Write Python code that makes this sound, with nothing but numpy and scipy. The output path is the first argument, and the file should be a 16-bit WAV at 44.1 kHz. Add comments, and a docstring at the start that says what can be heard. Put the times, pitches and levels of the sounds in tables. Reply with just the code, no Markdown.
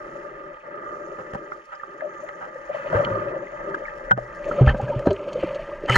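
"""Underwater camera in seagrass.

A camera in a waterproof case follows a diver. Water and sand stream over the case and ring its resonances;
bubbles gurgle, blades flick the wall, grit clinks, rubbing squeaks, the grip is bumped. The sound starts wide
and narrows to the centre from about 4.5 s."""
import sys
import numpy as np
from scipy import signal
from scipy.fft import rfft, irfft, next_fast_len
from scipy.io import wavfile

SR = 44100
rng = np.random.default_rng(int(sys.argv[2]) if len(sys.argv) > 2 else 0)


def waveform_to_disk(signal):
    """Save audio, clipped to [-1, 1], as 16-bit WAV at the path in sys.argv[1]."""
    frames = np.transpose(np.atleast_2d(signal))
    scaled = np.clip(frames, -1, 1) * 32767
    samples = np.round(scaled).astype(np.int16)
    wavfile.write(sys.argv[1], SR, samples)


N = 263277
TIME = np.arange(N) / SR
PADDED = 2 * next_fast_len(N // 2 + 8192)
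HZ = np.fft.rfftfreq(PADDED, 1 / SR)
RESTING_SAND_DB, RESTING_FROTH_DB = -64, -68

# high case modes, rung by sand: f/Hz, width/Hz, gain/dB
SAND_MODES = [(2080, 110, 7), (2490, 435, 6.5), (3080, 150, 4), (3700, 160, -10), (4395, 230, -7.5),
              (5560, 240, -21), (6530, 480, -15), (8000, 530, -28), (9600, 450, -42), (11900, 650, -38)]


def gain_of(db):
    """Decibels to amplitude factor."""
    return 10 ** (np.asarray(db) / 20)


def unit_rms(x):
    """Scale to rms 1."""
    return x / np.sqrt(np.mean(x ** 2) + 1e-20)


def spectrum(rows, hz, column=1):
    """Table column interpolated over log frequency."""
    table = np.transpose(rows)
    return np.interp(np.log(hz + 1), np.log(table[0] + 1), table[column])


def curve(rows, column=1):
    """Table column interpolated over time."""
    table = np.transpose(rows)
    return np.interp(TIME, table[0], table[column])


def add(mix, at_s, sound):
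    """Mix a sound in place."""
    part = mix[max(round(at_s * SR), 0):][:len(sound)]
    part += sound[:len(part)]


def colour(x, gain):
    """Minimum-phase filter: ringing follows the strike."""
    log_gain = np.log(np.maximum(gain, 1e-5))
    mirrored = np.r_[log_gain, log_gain[-2:0:-1]]
    phase = -signal.hilbert(mirrored).imag[:len(gain)]
    return irfft(rfft(x, len(mirrored)) * np.exp(log_gain + 1j * phase))[:len(x)]


def drift(rate_hz):
    """Low-passed noise, rms 1."""
    return unit_rms(irfft(rfft(rng.standard_normal(PADDED)) / (1 + (HZ / rate_hz) ** 4))[:N])


def grains(per_s, spread_db, share):
    """Tiny uneven impacts as a share of the power of white noise."""
    size = gain_of(spread_db * np.minimum(rng.exponential(1, N), 4))
    clicks = size * rng.choice([-1, 1], N) * (rng.random(N) < per_s / SR)
    return np.sqrt(share) * unit_rms(clicks) + np.sqrt(1 - share) * rng.standard_normal(N)


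def mode_gain(modes, hz=HZ):
    """Gain of steep-sided resonances, summed in power."""
    return np.sqrt(sum(gain_of(db) ** 2 / (1 + ((hz - centre_hz) / (0.97 * width_hz)) ** 2) ** 2
                       for centre_hz, width_hz, db in modes))


def dip(at_s, half_s, depth_db):
    """Gain curve of a brief, flat-bottomed dip."""
    return gain_of(-depth_db * np.exp(-((TIME - at_s) / half_s) ** 4))


def stirring(fall_shape=1.1):
    """Rush, swish, sand and froth levels in dB: surges add power to the steady current."""
    # steady current: t/s, rush/dB, swish/dB
    current = [(0.0, -38, -43), (0.5, -41.5, -46.5), (0.88, -38, -42.5), (1.08, -39, -45.5),
               (1.42, -40.5, -45.5), (1.68, -49, -50), (2.2, -41, -44), (2.6, -40.5, -44),
               (4.3, -37.5, -41.5), (5.97, -36.5, -43.5)]
    # stirred water and sand: crest/s, rise/s, fall/s, rush/dB, swish/dB, sand/dB, froth/dB
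    surges = [(2.8, 0.1, 0.15, -37, -40, -47.5, -42), (2.96, 0.074, 0.22, -26.5, -33, -50, -37),
              (3.12, 0.19, 0.32, -27.5, -42, -55.5, -42.5), (3.7, 0.23, 0.25, -39, -41.5, -58, -60.5),
              (4.522, 0.073, 0.15, -35.5, -45, -45, -61), (4.65, 0.18, 0.19, -26, -44, -44.5, -42.5),
              (4.88, 0.097, 0.54, -33.5, -64, -49.5, -45.5), (5.448, 0.19, 0.28, -31.5, -58, -44.5, -44),
              (5.956, 0.06, 0.076, -32.5, -30, -26.5, -43.5)]
    steady_db = [curve(current, column=1), curve(current, column=2),
                 np.full(N, RESTING_SAND_DB), np.full(N, RESTING_FROTH_DB)]
    power = gain_of(steady_db) ** 2
    for crest_s, rise_s, fall_s, *levels_db in surges:
        age_s = TIME - crest_s
        surge = np.exp(-np.where(age_s < 0, (age_s / rise_s) ** 2, abs(age_s / fall_s) ** fall_shape))
        power += np.outer(gain_of(levels_db), surge) ** 2
    return 10 * np.log10(power)


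def flow(rush_db, swish_db, bass_edge_hz=130, treble_edge_hz=1680, churn_growth=1.67):
    """Eddies drive the case modes: hum, rush, hollow ring and swish. Water churns below."""
    # case resonances: f/Hz, width/Hz, gain/dB
    modes = [(157, 50, -10.5), (260, 35, -16.5), (348.5, 30.5, -1.5), (400, 32, 0), (553.7, 54, 1),
             (586, 20.7, 5), (875, 69, -7), (1038, 90, -15), (1212.5, 36.6, 5), (1307, 68, -2.5),
             (1604, 31, -4.5), (1760, 120, -6.5), (1954, 94, -7)]
    # eddy unevenness: t/s, spread/dB
    lumps = [(1.5, 0.9), (2.9, 2.5)]
    # churn spectrum: f/Hz, gain/dB
    churn_shape = [(15, -19.5), (40, -1.5), (88, -18), (125, 0), (160, -1), (250, -6.5), (400, -33.5),
                   (800, -69)]
    # hum of the lowest modes: t/s, level/dB
    hum_levels = [(0.0, -43), (0.15, -43.5), (0.5, -45.5), (0.6, -63.5), (0.72, -42), (1.42, -42),
                  (1.6, -50.5), (1.7, -70), (1.93, -45), (2.65, -52.5), (2.8, -56), (2.95, -36.5),
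                  (3.16, -34), (3.34, -35), (3.53, -52.5), (3.75, -36), (3.89, -57), (4.04, -45),
                  (4.35, -47.5), (4.55, -37.5), (4.9, -42.5), (5.25, -40), (5.45, -40), (5.58, -45.5),
                  (5.77, -46.5), (5.86, -34)]
    # ring near 1.2 kHz: t/s, level/dB re swish_db
    ring_levels = [(0.0, -1), (0.7, -2), (0.92, 3), (1.15, 0.5), (2.1, -1), (2.7, -5.5), (2.95, -4),
                   (3.17, 3), (3.47, -7.5), (3.72, -3), (3.95, -4.5), (5.65, -2.5), (5.8, -5.5)]
    # water stalling: t/s, half length/s, rush dip/dB, swish dip/dB
    stalls = [(0.604, 0.03, 11, 5), (1.643, 0.038, 9, 6.5), (3.475, 0.055, 5, 3), (5.772, 0.04, 0, 0.5)]
    eddies = grains(per_s=700, spread_db=2.0, share=0.43)
    eddies *= unit_rms(gain_of(curve(lumps) * drift(rate_hz=19)))
    spray = grains(per_s=1400, spread_db=3.5, share=0.18) * gain_of(1.4 * drift(rate_hz=48))
    hum_gain = mode_gain([m for m in modes if m[0] < 450])
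    rush_gain = mode_gain([m for m in modes if 450 < m[0] < 700])
    ring_gain = mode_gain([m for m in modes if 1120 < m[0] < 1450])
    swish_gain = mode_gain([m for m in modes if 700 < m[0] < 1120 or m[0] > 1450])
    hum = unit_rms(colour(eddies, hum_gain * HZ ** 4 / (HZ ** 4 + bass_edge_hz ** 4)))
    rush = unit_rms(colour(eddies, rush_gain))
    ring = unit_rms(colour(rng.standard_normal(N), ring_gain))
    swish = unit_rms(colour(spray, swish_gain))
    treble = irfft(rfft(swish, PADDED) / (1 + (treble_edge_hz / (HZ + 1)) ** 30))[:N]
    swish -= treble * (1 - dip(at_s=5, half_s=0.35, depth_db=48))  # dull for a while
    churn = unit_rms(colour(rng.standard_normal(N), gain_of(spectrum(churn_shape, HZ))))
    churn_db = -38.5 + churn_growth * (rush_db + 27)  # grows faster than the rush
    low = rush * gain_of(rush_db - 2) + churn * gain_of(churn_db)
    high = swish * gain_of(swish_db - 4.5) + ring * gain_of(swish_db + curve(ring_levels))
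    for at_s, half_s, rush_dip_db, swish_dip_db in stalls:
        low *= dip(at_s, half_s, rush_dip_db)
        high *= dip(at_s, half_s, swish_dip_db)
    return low + high + hum * gain_of(curve(hum_levels))


def gurgles(rush_db, count=24, from_s=2.0, centre_hz=560, swell_s=0.012):
    """Bubble rows for small random gulps near the main case resonance; level follows the rush."""
    times_s = rng.uniform(from_s, TIME[-1], count)
    return [(at_s, np.interp(at_s, TIME, rush_db) - 3 - 3 * luck,
             centre_hz * np.exp(0.14 * detune), swell_s)
            for at_s, (luck, detune) in zip(times_s, rng.standard_normal((count, 2)))]


def bubbles(small_gulps, sag=0.011, wobble=0.034, tremble=0.24):
    """Short tones that swell and die; the pitch sags and wobbles, the bubble wall trembles."""
    # louder bubbles and gulps: t/s, level/dB, f/Hz, swell/s
    loud_gulps = [(1.796, -33, 1830, 0.0045), (1.831, -29.5, 1274, 0.0045), (2.019, -22, 631, 0.0074),
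                  (2.031, -25, 591, 0.023), (2.225, -26, 580, 0.012), (2.554, -29.5, 525, 0.0078),
                  (2.689, -20.5, 586, 0.013), (2.743, -22, 608, 0.0063), (2.759, -27, 567, 0.0087),
                  (2.788, -27.5, 555, 0.013), (2.853, -24, 605, 0.011), (2.926, -14, 603, 0.0099),
                  (2.942, -18.5, 505, 0.0081), (2.988, -15.5, 565, 0.014), (3.06, -24.5, 570, 0.022),
                  (3.135, -23.5, 537, 0.02), (3.31, -24, 575, .01), (3.36, -16, 565, 0.007),
                  (3.468, -37, 2085, .004), (3.742, -23.5, 1673, 0.0043), (3.853, -31.5, 2060, 0.004),
                  (3.881, -21.5, 1710, 0.0035), (4.095, -29.5, 1960, 0.0034), (4.18, -23, 600, 0.0059),
                  (4.48, -19, 586, 0.0087), (4.51, -22, 1263, 0.0046), (4.576, -18, 569, 0.018),
                  (4.584, -29.5, 1315, .007), (4.611, -16.5, 383, 0.0064), (4.685, -17.5, 1722, 0.0067),
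                  (4.742, -18, 553, 0.0055), (4.794, -20, 560, .005), (4.796, -19.5, 796, 0.006),
                  (4.878, -30.5, 1560, .006), (4.888, -19.5, 580.6, 0.015), (4.914, -28.5, 935, 0.014),
                  (5.052, -17, 577.4, 0.016), (5.101, -17.5, 613, 0.012), (5.09, -18.5, 399, 0.024),
                  (5.269, -21, 568, 0.0083), (5.352, -17, 521, 0.0087), (5.368, -22, 578, 0.013),
                  (5.426, -13.5, 552, 0.0077), (5.434, -19.5, 343, 0.0072), (5.472, -24, 557, 0.007),
                  (5.497, -25, 580, .014), (5.545, -27.5, 566, .012), (5.713, -30, 1164, 0.004),
                  (5.835, -23, 373, 0.0042), (5.847, -26, 562, 0.01)]
    out, t, shake = np.zeros(N), TIME[:SR // 10], drift(rate_hz=57)
    for at_s, db, hz, swell_s in list(loud_gulps) + small_gulps:
        age = t / swell_s
        pitch_hz = hz * (1 + sag * np.tanh(1 - age) + wobble * np.interp(at_s + t, TIME, shake))
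        turns = np.cumsum(pitch_hz) / SR + rng.random()
        envelope = (age * np.exp(1 - age)) ** 3
        add(out, at_s, gain_of(db) * envelope * np.sin(2 * np.pi * turns))
    return out * (1 + tremble * drift(rate_hz=145))


def bumps(rise_s=0.000083):
    """The bumped camera rocks on its grip: low swings damped by the water."""
    # grip bumps: t/s, level/dB, f/Hz, decay/s
    swings = [(1.344, -41.5, 152.5, 0.04), (2.952, -16, 105, 0.022), (3.113, -27.5, 108, 0.066),
              (4.114, -24, 185, 0.02), (4.127, -25.5, 124, 0.055), (4.611, -4.5, 129, 0.046),
              (4.67, -3, 68.6, 0.018), (4.70, -13.5, 43.7, 0.028), (4.829, -19, 126.7, 0.023),
              (4.962, -16, 126, 0.019), (5.072, 4, 257, 0.0018), (5.076, -21.5, 97, 0.032),
              (5.897, -16, 126, 0.08), (5.965, -6.5, 70, .03)]
    out, t = np.zeros(N), TIME[:SR // 2]
    for at_s, db, hz, decay_s in swings:
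        envelope = (1 - np.exp(-t / rise_s)) * np.exp(-t / decay_s)
        add(out, at_s, gain_of(db) * envelope * np.sin(2 * np.pi * hz * t))
    return out


def flicks(size=8192, rise_share=0.11, snap=0.27):
    """A snap and a brief scrape ring the case wall, heavy or bright by what strikes it."""
    # blade and sand strikes: t/s, level/dB, decay/s, bass/dB, treble/dB
    strikes = [(1.184, -34, 0.028, -1, -9), (1.335, -24, 0.0041, 10.5, 5.5), (1.347, -22.5, 0.008, 13.5, 3),
               (1.518, -31.5, 0.0025, -16.5, -25), (1.72, -35.5, 0.028, -33, -15.5),
               (1.834, -34, 0.0044, -16, -31), (2.008, -38.5, 0.0077, -18, -17),
               (2.287, -30.5, 0.0059, -20.5, -5.5), (2.409, -35.5, .05, -16.5, -15.5),
               (2.928, -28.5, 0.1, -2, -3.5), (3.746, -31, .005, -5, 2), (4.11, -15.5, 0.0038, -16, -9),
               (4.115, -9.5, 0.0014, -17, -6.5), (4.176, -20, 0.0033, 7, -6.5),
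               (4.512, -21, 0.0055, 17, -13), (4.611, -15.5, 0.022, 25, -16.5),
               (4.673, -13, 0.0048, 1, -14.5), (4.688, -20, 0.023, 0, -19), (4.745, -17, 0.0044, 13, -8),
               (4.797, -30, 0.056, 16, -19), (4.876, -31, 0.069, 14, -19), (4.992, -33, 0.0056, -10, 11),
               (5.056, -31.5, 0.011, -9, -10.5), (5.069, -12, 0.017, 22.5, -8),
               (5.106, -22, 0.0081, 16.5, -0.5), (5.433, -21.5, 0.0073, 23.5, 14),
               (5.882, -22, 0.018, -5, -4), (5.896, -12, 0.012, -7.5, 5), (5.912, -26.5, 0.081, 1.5, 23),
               (5.956, -12, 0.017, -10.5, 12.5)]
    # spectrum of a blade's flick: f/Hz, gain/dB
    flick_shape = [(60, -1.5), (200, 4.5), (450, -12), (1700, -6.5), (2300, -26), (3600, -33.5),
                   (5500, -35.5), (10000, -56), (12000, -53.5), (14000, -56)]
    # stiff wall modes: f/Hz, width/Hz, gain/dB
    wall_modes = [(517, 96, 6), (794, 53, 4), (957, 42, 4), (1220, 240, -2), (1290, 43, 5.5),
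                  (1560, 32, 3.5), (1780, 150, -4), (2060, 110, -15.5), (2800, 400, -19.5),
                  (3060, 140, -16.5), (4000, 51, -25.5), (4980, 280, -29), (6800, 390, -31.5),
                  (8450, 880, -38.5)]
    out, t, hz = np.zeros(N), TIME[:size], np.fft.rfftfreq(2 * size, 1 / SR)
    bass, treble = 1 / (1 + (hz / 600) ** 2), hz ** 2 / (hz ** 2 + 3000 ** 2)
    wall = np.hypot(gain_of(spectrum(flick_shape, hz)), mode_gain(wall_modes, hz))
    for at_s, db, decay_s, bass_db, treble_db in strikes:
        touch = (1 - np.exp(-t / (rise_share * decay_s))) * np.exp(-(t / decay_s) ** 1.4)
        force = touch * rng.standard_normal(size) + snap * np.linalg.norm(touch) * (t == 0)
        ring = colour(force, wall * gain_of(bass_db * bass + treble_db * treble))
        add(out, at_s, gain_of(db) * ring * np.linalg.norm(touch) / np.linalg.norm(ring))
    return out


def clinks(size=8192):
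    """Grit rattles briefly in one case resonance."""
    # grit hits: t/s, level/dB, f/Hz, width/Hz, decay/s
    hits = [(4.111, -16.5, 1543, 170, 0.0039), (1.752, -55.5, 5070, 500, 0.0046),
            (2.24, -57, 9050, 3444, 0.0017), (3.047, -28.5, 3060, 150, 0.0032),
            (1.519, -27, 1270, 180, 0.0026), (1.52, -34, 1985, 159, 0.0014),
            (2.007, -30.5, 1760, 130, 0.0048), (2.288, -30.5, 1940, 130, 0.0034),
            (3.744, -25, 1270, 120, 0.003), (4.115, -31, 3090, 148, 0.003), (4.677, -18, 1694, 128, 0.0052)]
    out, t, hz = np.zeros(N), TIME[:size], np.fft.rfftfreq(2 * size, 1 / SR)
    for at_s, db, centre_hz, width_hz, decay_s in hits:
        touch = np.exp(-t / decay_s)
        ring = colour(touch * rng.standard_normal(size), mode_gain([(centre_hz, width_hz, 0)], hz))
        add(out, at_s, gain_of(db) * ring * np.linalg.norm(touch) / np.linalg.norm(ring))
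    return out


def squeaks(jitter_hz=55, roughness=0.5):
    """Rubbing keeps single wall modes singing, unsteady in pitch and level."""
    # rubs along the case: middle/s, level/dB, f/Hz, half length/s
    rubs = [(4.702, -39, 3143, 0.023), (5.098, -56, 4120, 0.044), (5.899, -19, 2010, .005),
            (5.924, -27.5, 3040, 0.035), (5.95, -17, 1797, 0.0058), (5.96, -26, 4200, 0.011),
            (5.961, -8, 1382, 0.0029), (5.961, -7.5, 1766, 0.0035), (5.966, -12, 2028, .005)]
    out = np.zeros(N)
    for at_s, db, hz, half_s in rubs:
        turns = np.cumsum(hz + jitter_hz * drift(rate_hz=330)) / SR
        envelope = np.exp(-((TIME - at_s) / half_s) ** 4)
        out += gain_of(db) * envelope * np.sin(2 * np.pi * turns)
    return out * (1 + roughness * drift(rate_hz=180))


def crackles(size=4096, grains_per_s=2500, focus=1.58):
    """Grit clusters ring the high case modes; finer grit, higher modes."""
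    # grit clusters: t/s, level/dB, band centre/Hz, swell/s
    clusters = [(3.046, -33.5, 3500, 0.0028), (4.477, -59, 8300, 0.013), (4.676, -37, 4120, .003),
                (4.685, -32, 3500, 0.0087), (4.776, -61, 7500, 0.0049), (4.813, -53, 8400, 0.0026),
                (5.055, -51, 6360, 0.0075), (5.103, -38, 4400, 0.0053), (5.128, -50, 8100, 0.0032),
                (5.16, -41.5, 2380, 0.0041), (5.191, -44, 1700, 0.0023), (5.328, -44, 6400, 0.0041),
                (5.486, -43, 2330, 0.0035), (5.543, -45.5, 5000, 0.008), (5.857, -46, 5170, 0.0027),
                (5.896, -33, 8500, 0.0014), (5.956, -29.5, 11500, 0.0015)]
    out, t, hz = np.zeros(N), TIME[:size], np.fft.rfftfreq(2 * size, 1 / SR)
    case = mode_gain(SAND_MODES, hz)
    for at_s, db, centre_hz, swell_s in clusters:
        touch = (t / swell_s * np.exp(1 - t / swell_s)) ** 2
        force = touch * rng.standard_normal(size) * (0.39 + (rng.random(size) < grains_per_s / SR))
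        band = np.exp(-focus * np.log2((hz + 1) / centre_hz) ** 2)
        ring = colour(force, case * band)
        add(out, at_s, gain_of(db) * ring * np.linalg.norm(touch) / np.linalg.norm(ring))
    return out


def sand(sand_db, clump_db=2.5, burst_db=2.5):
    """Clumps of grains crackle in each high case mode and crunch in bursts when stirred."""
    rings = np.zeros(N)
    for mode in SAND_MODES:
        impacts = grains(per_s=300, spread_db=3.5, share=0.45)
        rings += colour(impacts, mode_gain([mode])) * gain_of(clump_db * drift(rate_hz=29))
    stirred = np.clip(1 - gain_of(RESTING_SAND_DB - sand_db), 0, 1)
    crunch_db = burst_db * stirred * (drift(rate_hz=35) - 1.34)
    return unit_rms(rings) * gain_of(sand_db + crunch_db)


def froth(froth_db, count=2000, swell_cycles=3.2, low_hz=860, high_hz=2100, db_per_octave=-5):
    """Tiny bubbles ping at random, loud in the surges; larger ones are lower and louder."""
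    out, t = np.zeros(N), TIME[:SR // 30]
    for when, smallness, luck, phase in rng.random((count, 4)):
        hz = low_hz * (high_hz / low_hz) ** smallness
        age = t * hz / swell_cycles
        db = froth_db[int(when * N)] + db_per_octave * np.log2(hz / low_hz) - 2.5 * np.log(luck + 0.019)
        ping = age * np.exp(1 - age) * np.sin(2 * np.pi * (hz * t + phase))
        add(out, when * N / SR, gain_of(db) * ping)
    return out


def rumble(low_hz=25, high_hz=38):
    """Slow pressure swings of the open water."""
    # pressure swings: t/s, level/dB
    levels = [(0.0, -55), (0.4, -55.5), (0.7, -67), (1.3, -57), (1.95, -71), (3.05, -55.5), (4.3, -43.5),
              (4.8, -40), (5.25, -49.5), (5.97, -36.5)]
    band = HZ ** 2 / (HZ ** 2 + low_hz ** 2) / (1 + (HZ / high_hz) ** 6)
    return unit_rms(colour(rng.standard_normal(N), band)) * gain_of(curve(levels))


def silt(flutter_db=2.4):
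    """Fine silt hisses over the case."""
    # hiss spectrum: f/Hz, gain/dB
    hiss_shape = [(2500, -14), (4000, -11), (5400, -5.5), (6400, -12), (7000, -8), (7500, -18.5),
                  (10000, -20.5), (12500, -29), (15000, -37.5)]
    # silt hiss: t/s, level/dB
    levels = [(0.15, -70.5), (0.48, -76), (0.76, -77), (0.9, -73), (1.25, -70.5), (1.9, -75.5), (2.25, -73),
              (3.02, -66.5), (3.35, -73), (4.5, -67.5), (5.8, -69)]
    impacts = grains(per_s=870, spread_db=7.5, share=0.15) * gain_of(flutter_db * drift(rate_hz=40))
    return unit_rms(colour(impacts, gain_of(spectrum(hiss_shape, HZ)))) * gain_of(curve(levels))


def sizzle(flutter_db=2):
    """The finest grains sizzle in one narrow band that swells and ebbs."""
    # sizzle resonances: f/Hz, width/Hz, gain/dB
    modes = [(6280, 260, -1.5), (6810, 240, -1.5)]
    # sizzle envelope: t/s, level/dB
    levels = [(0.0, -80), (0.17, -72), (0.35, -85), (0.78, -87), (0.9, -70), (1.22, -72), (1.45, -77),
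              (1.9, -78), (2.25, -68), (2.52, -76), (3.0, -68.5), (3.31, -80.5), (3.48, -71), (3.9, -76.5),
              (4.3, -74.5), (4.48, -66), (4.7, -75), (5.8, -82)]
    impacts = grains(per_s=900, spread_db=9, share=0.3)
    impacts *= unit_rms(gain_of(flutter_db * drift(rate_hz=40)))
    return unit_rms(colour(impacts, mode_gain(modes))) * gain_of(curve(levels))


def ports(x, scatter_db, scatter_s=0.0012, scatter_edge_hz=400, leak=0.07):
    """Stereo: wall sound reaches each microphone port with its own gain, phase and scatter."""
    # port mismatch before width scaling: f/Hz, left minus right/dB, left lead/rad
    mismatch = [(390, 0, 0), (560, 1, -0.1), (600, 5, -0.3), (640, 8, -1.2), (720, -1, -2.2),
                (775, -9, -3.5), (830, 4, -5.1), (940, 3, -5.3), (1030, -4, -5.3), (1190, -11, -5.2),
                (1400, -6, -4.2), (1480, 3, -3.1), (1600, 5, -1.2), (1680, 11, -0.9), (1800, 3, -0.7),
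                (2080, 0, -0.5), (2200, -6, -1.6), (2290, 1, -1.0), (2390, -5, -1.3), (2550, 3, -1.9),
                (2800, 1, -1.2), (3100, 0, -1.0), (4900, 7, 1.1), (7000, 8, 1.1)]
    # stereo width: t/s, factor on the port difference
    width = [(4.08, 1.4), (4.115, 1.8), (4.16, 1.4), (4.4, 0.73), (4.7, 0.19), (5.1, 0.046), (5.3, 0.0046)]
    ratio = gain_of(spectrum(mismatch, HZ, column=1)) * np.exp(1j * spectrum(mismatch, HZ, column=2))
    lean = (ratio - 1) * np.conj(ratio + 1) / (abs(ratio + 1) ** 2 + leak * abs(ratio))  # side over mid
    echoes = rng.standard_normal(SR // 20) * np.exp(-TIME[:SR // 20] / scatter_s)
    scatter = gain_of(scatter_db) * rfft(echoes / np.linalg.norm(echoes), PADDED)
    scatter *= np.sqrt(HZ / (HZ + scatter_edge_hz))
    side = irfft(rfft(x, PADDED) * (lean + scatter))[:N] * curve(width)
    return np.array([x + side, x - side])


def scene():
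    """Streaming water with bubbles and knocks, in stereo."""
    rush_db, swish_db, sand_db, froth_db = stirring()
    water = flow(rush_db, swish_db) + sand(sand_db) + silt() + sizzle() + froth(froth_db) + rumble()
    water *= dip(at_s=4.147, half_s=0.023, depth_db=13.5)  # just after the sharpest knock
    gulps = bubbles(gurgles(rush_db))
    knocks = flicks() + clinks() + crackles() + squeaks() + bumps()
    return ports(water, scatter_db=-14) + ports(gulps + knocks, scatter_db=-12.5)


def record(dry):
    """Microphone: 30 Hz high-pass, overload at full scale, 14 kHz band limit."""
    highpass = signal.butter(2, 30, "highpass", fs=SR, output="sos")
    lowpass = signal.firwin(255, 14000, window=("kaiser", 9), fs=SR)
    clipped = np.clip(signal.sosfilt(highpass, dry), -1, 1)
    return signal.oaconvolve(clipped, lowpass[None], "same")


dry = scene()
out = record(dry)
waveform_to_disk(out)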